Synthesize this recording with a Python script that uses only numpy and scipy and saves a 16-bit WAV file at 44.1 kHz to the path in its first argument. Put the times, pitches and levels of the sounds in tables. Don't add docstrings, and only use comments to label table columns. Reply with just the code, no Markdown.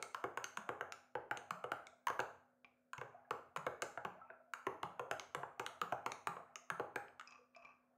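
import sys
import numpy as np
from scipy import signal
from scipy.fft import rfft, irfft, next_fast_len
from scipy.io import wavfile
from scipy.ndimage import uniform_filter1d, map_coordinates

SR = 44100
rng = np.random.default_rng(int(sys.argv[2]) if len(sys.argv) > 2 else 0)


def bounce(signal):
    frames = np.transpose(np.atleast_2d(signal))
    limited = np.clip(frames, -1, 1)
    pcm = np.round(limited * 32767).astype(np.int16)
    wavfile.write(sys.argv[1], SR, pcm)


N = 351477

# t/s, strength/dB, depth (0 upper wall to 1 base),
# edge (0 flat of the bowl to 1 its bare edge), wall pitch f/Hz
CONTACTS = [(-0.06, -46.5, 0.98, 0.67, 1400), (0.0259, -48.5, 0.55, 0.9, 1330),
            (0.1455, -41.0, 0.24, 0.56, 1060), (0.2399, -42.5, 0.84, 0.45, 1250),
            (0.3734, -41.5, 0.62, 0.58, 1470), (0.4422, -46.5, 0.48, 0.89, 1130),
            (0.572, -42, 0.32, 0.66, 996), (0.6908, -42.5, 0.84, 0.47, 1210),
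            (0.8094, -42.5, 0.68, 0.45, 1515), (0.9224, -50, 0.36, 0.81, 1270),
            (1.1528, -46, 0.96, 0.37, 1390), (1.3111, -38.5, 0.72, 0.43, 1440),
            (1.3725, -57, 0.87, 0.93, 1320), (1.5071, -40, 0.44, 0.57, 1207),
            (1.6402, -47.0, 0.86, 0.46, 1304), (1.7182, -39.0, 0.66, 0.49, 1410),
            (1.8691, -61.5, 0.51, 0.88, 1250), (2.0696, -33.5, 0.24, 0.5, 1040),
            (2.0825, -43.5, 0.17, 0.64, 1180), (2.1006, -43, 0.72, 0.49, 1270),
            (2.1928, -37.5, 0.69, 0.37, 1560), (2.202, -49, 0.91, 0.81, 1400),
            (2.9323, -45.5, 0.15, 0.56, 1060), (2.98, -53.5, 0.77, 0.69, 975),
            (3.0132, -47.5, 0.74, 0.45, 1150), (3.308, -40.0, 0.72, 0.54, 1536),
            (3.562, -41.5, 0.57, 0.55, 1090), (3.571, -47, 0.33, 0.66, 1010),
            (3.6657, -41, 0.84, 0.52, 1310), (3.821, -42.5, 0.14, 0.8, 1180),
            (3.8246, -49, 0.96, 0.74, 1280), (3.9746, -46.5, 0.76, 0.29, 1400),
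            (4.0494, -42.5, 0.73, 0.46, 1117), (4.3018, -54, 0.52, 0.021, 1494),
            (4.5358, -41.5, 0.085, 0.58, 1430), (4.6675, -39, 0.76, 0.44, 1080),
            (4.8306, -42.5, 0.77, 0.56, 1130), (4.9949, -44.0, 0.83, 0.48, 1025),
            (5.1119, -40.5, 0.77, 0.67, 1520), (5.1965, -52.5, 0.6, 0.91, 1210),
            (5.348, -40, 0.58, 0.57, 1340), (5.432, -48.5, 0.83, 0.16, 1014),
            (5.596, -43.5, 0.82, 0.67, 1540), (5.6637, -46.5, 0.49, 0.83, 1210),
            (5.815, -37, 0.47, 0.57, 1260), (5.9231, -42, 0.9, 0.48, 1075),
            (6.0617, -41.5, 0.72, 0.64, 1370), (6.119, -50, 0.62, 0.89, 1220),
            (6.271, -37.5, 0.53, 0.58, 1160), (6.3664, -50, 0.67, 0.12, 1080),
            (6.5571, -52.5, 0.43, 0.89, 1230), (6.7013, -38.5, 0.49, 0.55, 1096),
            (6.7972, -42.5, 0.86, 0.41, 1170), (6.9587, -41, 0.72, 0.59, 1666),
            (7.1963, -52.5, 0.076, 0.63, 1267), (7.211, -53, 0.067, 0.5, 1320)]
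# f/Hz, relative level/dB, T60/s
GLASS_MODES = [(385.2, -7, 0.13), (490, -2.5, 0.1), (699, 4.5, 0.031), (875.8, 0.5, 0.062),
               (1096, -1.5, 0.012), (1402, -2.5, 0.023), (1577, -4, 0.015), (2188, -1, 0.023),
               (2530, 8, 0.005), (2890, 3.5, 0.0087), (3760, 2.5, 0.0039), (4270, 0.5, 0.0032),
               (5310, -3.5, 0.0026), (6380, 1, 0.0098), (6830, -7.5, 0.019), (7210, -4, 0.0073),
               (8160, 0.5, 0.0028), (9690, 3.5, 0.0016), (13100, -8, 0.0046), (14270, -3.5, 0.0048)]
REGISTER_EDGES = [250, 880, 1900, 3400, 9000, 16000]
# level against strength/dB, added at the base/dB, added by the edge/dB, added per dB of extra strength
RESPONSE = [(-29.5, 35.5, 0, 0), (-0.5, 0.5, -1, 0), (-28, 5, 25, -0.27), (-48.5, -2, 54.5, 0),
            (-46.5, 1.5, 32.5, 0.47)]
# f/Hz, relative level/dB, T60/s
HANDLE_MODES = [(701, -14.5, 0.15), (1171, 0, 0.03), (1470, -8, 0.0088), (2372, 3.5, 0.041),
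                (2580, 4.5, 0.028), (3250, -18, 0.014), (4030, -24, 0.02), (5060, -10.5, 0.026),
                (5700, -13, 0.0092), (6650, -10.5, 0.004)]
# f/Hz, relative level/dB, T60/s
BOARD_MODES = [(90.4, -5.0, 0.25), (129.6, 1.0, 0.15), (156.0, -4.5, 0.11)]
# f/Hz, relative level/dB
LIQUID_COLOUR = [(200, -33), (450, -14.5), (660, 2), (900, -3.5), (1400, -4), (1900, -14.5), (2250, -10),
                 (2950, -25.5), (3700, -46), (9000, -62)]
# f/Hz, rms level/dB
HUM_TONES = [(247.6, -82.5), (543.7, -88), (651.4, -94.5), (705.2, -97)]
# f/Hz, relative level/dB per Hz
AIR_COLOUR = [(15, -49.5), (25, -24.5), (166, -8), (249, -11), (373, -13.5), (545, -4.5), (1040, -24.5),
              (1480, -12), (2410, -34.5), (16000, -35)]
# f/Hz, T60/s
ROOM_DECAY = [(100, 0.63), (500, 0.39), (1400, 0.47), (3000, 0.44), (6500, 0.43), (14000, 0.4)]
# f/Hz, level/dB
ROOM_COLOUR = [(100, 2), (280, -6.5), (500, 0.5), (1300, -3), (3000, -8.5), (6500, -5.5), (9500, -5),
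               (14000, -6.5)]
# f/Hz, level/dB
STANDING_WAVES = [(247, 1), (545, 3), (710, -0.5), (820, 8.5), (1335, 5)]
# t/s, level/dB, brightness/dB per octave
RIM_TAPS = [(2.646, -47, -2.5), (7.083, -54, -6), (7.274, -49.5, 15), (7.308, -55.5, 15), (7.323, -53, 7),
            (7.549, -56, -1.5), (7.563, -52.5, 3), (7.623, -61.5, -1.5), (7.649, -51, -1)]
# start t/s, length/s, level/dB, treble tilt/dB per octave, top f/Hz
SLIDES = [(4.242, 0.13, -75.5, 0, 3000), (7.247, 0.17, -63.5, 3, 6560), (7.529, 0.25, -67, -1, 6200)]
# t/s, level/dB, starting f/Hz
BUBBLES = [(1.928, -58.5, 669), (3.17, -66, 1520), (3.249, -64, 1655), (4.215, -48.5, 1317),
           (4.298, -49, 658), (4.335, -55.5, 1352), (4.40, -57, 645), (4.475, -61, 680), (7.39, -60, 487),
           (7.563, -51, 674)]
SWEEPS = [0.582, 1.514, 2.98, 3.577, 4.056, 4.838, 5.37, 5.826, 6.286, 6.713]

TOP_HZ = 15650
USUAL_DB = -43
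PIVOT_HZ = 2400
GLUG_DB, GLUG_HZ, GLUG_SPREAD = -41.5, 182.2, 0.11
WAKE_DB, WAKE_PEAK_S = -69.5, 0.098
STIR_DB, SETTLE_S = -25, 0.11
LIFT_S, DRAIN_DB, DRAIN_S = 7.58, -80, 0.41


def amp(db):
    return 10 ** (np.asarray(db) / 20)


def unit(x):
    return x / np.sqrt(np.mean(x ** 2) + 1e-30)


def along(points, hz):
    f, v = np.transpose(points)
    return np.interp(np.log(hz + 1), np.log(f + 1), v)


def filtered(x, gain):
    m = next_fast_len(len(x) + 4096)
    return irfft(rfft(x, m) * gain(np.fft.rfftfreq(m, 1 / SR)), m)[:len(x)]


def add(track, s, sound):
    i = int(round(s * SR))
    part = sound[max(-i, 0):N - i]
    track[max(i, 0):][:len(part)] += part


def ring(modes, t, scatter_db):
    hz, db, t60 = np.transpose(modes)[:, :, None]
    sign = rng.choice([-1, 1], hz.shape)
    size = sign * amp(db + scatter_db * rng.standard_normal(hz.shape))
    decay = np.exp(-np.log(1000) * t / t60)
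    return np.sum(size * np.sin(2 * np.pi * hz * t) * decay, axis=0)


def background(air_db=-85, waver_rad=0.12):
    t = np.arange(N) / SR
    hum = np.zeros(N)
    for hz, db in HUM_TONES:
        drift = map_coordinates(rng.standard_normal(64), [t * 6])
        hum += amp(db) * np.sqrt(2) * np.sin(2 * np.pi * hz * t + waver_rad * drift)
    air = filtered(rng.standard_normal(N), lambda hz: amp(along(AIR_COLOUR, hz)))
    return hum + amp(air_db) * unit(air)


def blows():
    level, by_depth, by_edge, by_force = np.transpose(RESPONSE)
    hits = []
    for s, db, depth, edge, pitch in CONTACTS:
        registers = db + level + by_depth * depth + by_edge * edge + by_force * (db - USUAL_DB)
        hits.append((s, *registers, pitch))
    return hits


def chatter(t, spread_s, rebound=0.6, grit=0.033, grit_life_s=0.0028, count=3):
    force = grit * rng.standard_normal(len(t)) * np.exp(-t / grit_life_s)
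    force[0] += 1
    lags = (rng.uniform(size=count) * spread_s * SR).astype(int)
    return force + np.bincount(lags, rebound * rng.uniform(size=count), len(t))


def clinks(hits, wall_db=1, focus=0.39, wall_t60_s=0.023, crack_db=-8,
           touch_s=0.0024, edge_db=-9, edge_share=0.28):
    track, t = np.zeros(N), np.arange(SR // 16) / SR
    blow = int(0.014 * SR)
    registers = list(zip(REGISTER_EDGES, REGISTER_EDGES[1:]))
    bands = [signal.butter(3, [lo, min(hi, TOP_HZ)], "band", fs=SR, output="sos") for lo, hi in registers]
    for s, knock, wall, clack, tick, sheen, pitch in hits:
        touch = touch_s * (edge_share if tick - wall > edge_db else 1)
        force = chatter(t, touch)
        main_db = wall_db + focus * np.clip(wall - knock, 0, 12)
        modes = list(GLASS_MODES) + [(pitch, main_db, wall_t60_s)]
        clink = np.zeros(len(t))
        for (lo, hi), band, db in zip(registers, bands, (knock, wall, clack, tick, sheen)):
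            in_register = [m for m in modes if lo <= m[0] < hi]
            tone = signal.fftconvolve(force, ring(in_register, t, scatter_db=4))[:len(t)]
            crack = rng.standard_normal(len(t)) * np.exp(-t / touch)
            part = unit(signal.sosfilt(band, tone))
            part += amp(crack_db) * unit(signal.sosfilt(band, crack))
            clink += amp(db) * part / np.std(part[:blow])
        add(track, s, hit_in_room(clink))
    return track


def room_tail(colour=np.ones_like, first_wall_s=0.0025):
    hz, t, z = signal.stft(rng.standard_normal(SR * 5 // 8), SR, nperseg=512)
    t60 = along(ROOM_DECAY, hz)[:, None]
    fade = np.exp(-np.log(1000) * t / t60) * np.sqrt(2 * np.log(1000) / (t60 * SR))
    tint = (colour(hz) * amp(along(ROOM_COLOUR, hz)))[:, None]
    tail = signal.istft(z * fade * tint, SR, nperseg=512)[1]
    age = np.arange(len(tail)) / SR
    return tail * (1 - np.exp(-(age / first_wall_s) ** 2))


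def hit_in_room(hit, blur_hz=150, width_hz=20, room_db=-1):
    power = np.abs(rfft(hit, SR)) ** 2
    broad = np.sqrt(np.abs(uniform_filter1d(power, int(blur_hz))))

    def standing(f):
        return 1 + sum((amp(db) - 1) / (1 + 2j * (f - hz) / width_hz) for hz, db in STANDING_WAVES)

    tail = amp(room_db) * filtered(room_tail(lambda hz: broad[hz.astype(int)]), standing)
    return tail + np.pad(hit, (0, len(tail) - len(hit)))


def in_room(x):
    return x + signal.fftconvolve(x, room_tail())[:N]


def table(hits, knock_db=-17, rise_s=0.0013):
    track, t = np.zeros(N), np.arange(SR // 4) / SR
    for s, db, *_ in hits:
        thud = (1 - np.exp(-t / rise_s)) * ring(BOARD_MODES, t, scatter_db=0.5)
        add(track, s, amp(db + knock_db) * thud)
    return in_room(track)


def agitation():
    t = np.arange(N) / SR
    power = np.zeros(N)
    wake = amp(WAKE_DB) * t[:SR] / WAKE_PEAK_S * np.exp(1 - t[:SR] / WAKE_PEAK_S)
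    settling = amp(STIR_DB) * np.exp(-t[:SR] / SETTLE_S)
    for s, db, *_ in CONTACTS:
        add(power, s, (amp(db) * settling) ** 2)
    for s in SWEEPS:
        add(power, s, wake ** 2)
    add(power, LIFT_S, (amp(DRAIN_DB) * np.exp(-t / DRAIN_S)) ** 2)
    return np.sqrt(power)


def swirl(cycles=9, glide=0.18, wash_db=-5, count=420):
    bubbles, t = np.zeros(N), np.arange(SR // 16) / SR
    for when, note, size in rng.uniform(size=(count, 3)):
        hz = 520 * 3.5 ** note
        age = t * hz / cycles
        pop = np.sin(2 * np.pi * hz * t * (1 + glide * t / t[-1])) * np.exp(-age) * (1 - np.exp(-6 * age))
        add(bubbles, when * N / SR, amp(10 * size) * pop)
    colour = lambda hz: amp(along(LIQUID_COLOUR, hz))
    water = filtered(unit(bubbles), colour)
    wash = filtered(rng.standard_normal(N), colour)
    return in_room(agitation() * (unit(water) + amp(wash_db) * unit(wash)))


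def bubble(db, hz, t60, glide, soft_cycles=1.5):
    t = np.arange(SR // 3) / SR
    phase = 2 * np.pi * hz * np.cumsum(1 + glide * np.minimum(t / t60, 1)) / SR
    decay = np.exp(-np.log(1000) * t / t60)
    return amp(db) * np.sin(phase) * decay * (1 - np.exp(-t * hz / soft_cycles))


def glugs(glug_t60_s=0.065, glug_glide=-0.23, bubble_t60_s=0.09, bubble_glide=0.029):
    track = np.zeros(N)
    for s in SWEEPS:
        hz = GLUG_HZ * (1 + GLUG_SPREAD * rng.standard_normal())
        add(track, s, bubble(GLUG_DB, hz, glug_t60_s, glug_glide))
    for s, db, hz in BUBBLES:
        add(track, s, bubble(db, hz, bubble_t60_s, bubble_glide))
    return in_room(track)


def taps(tap_db=2, touch_s=0.005):
    track, t = np.zeros(N), np.arange(SR // 16) / SR
    for s, db, tilt in RIM_TAPS:
        modes = [(hz, level + tilt * np.log2(hz / PIVOT_HZ), t60) for hz, level, t60 in HANDLE_MODES]
        tap = signal.fftconvolve(chatter(t, touch_s), ring(modes, t, scatter_db=4.5))[:len(t)]
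        add(track, s, hit_in_room(amp(db + tap_db) * tap / np.abs(tap).max()))
    return track


def slides(slips_per_s=800):
    t = np.arange(N) / SR
    slips = (rng.uniform(size=N) < slips_per_s / SR) * rng.standard_normal(N)
    steel = signal.fftconvolve(slips, ring(HANDLE_MODES, t[:SR // 16], scatter_db=6))[:N]
    track = np.zeros(N)
    for s, length, db, tilt_db, top_hz in SLIDES:
        muffle = signal.butter(8, min(top_hz, TOP_HZ), fs=SR, output="sos")
        tilt = lambda hz: amp(tilt_db * np.log2(np.maximum(hz / PIVOT_HZ, 1)))
        rub = filtered(signal.sosfilt(muffle, steel), tilt)
        swell = np.sin(np.pi * np.clip((t - s) / length, 0, 1))
        track += amp(db) * swell * unit(rub)
    return in_room(track)


def scrape(grip_hz=7000):
    soft = signal.butter(4, grip_hz, fs=SR, output="sos")
    return signal.sosfilt(soft, taps() + slides())


def scene():
    hits = blows()
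    return (background() + clinks(hits) + table(hits) + swirl() + glugs() + scrape())[None]


def record(dry, low_cut_hz=62):
    thinned = signal.sosfilt(signal.butter(2, low_cut_hz, "high", fs=SR, output="sos"), dry)
    return np.array([filtered(x, lambda hz: hz < TOP_HZ) for x in thinned])


dry = scene()
out = record(dry)
bounce(out)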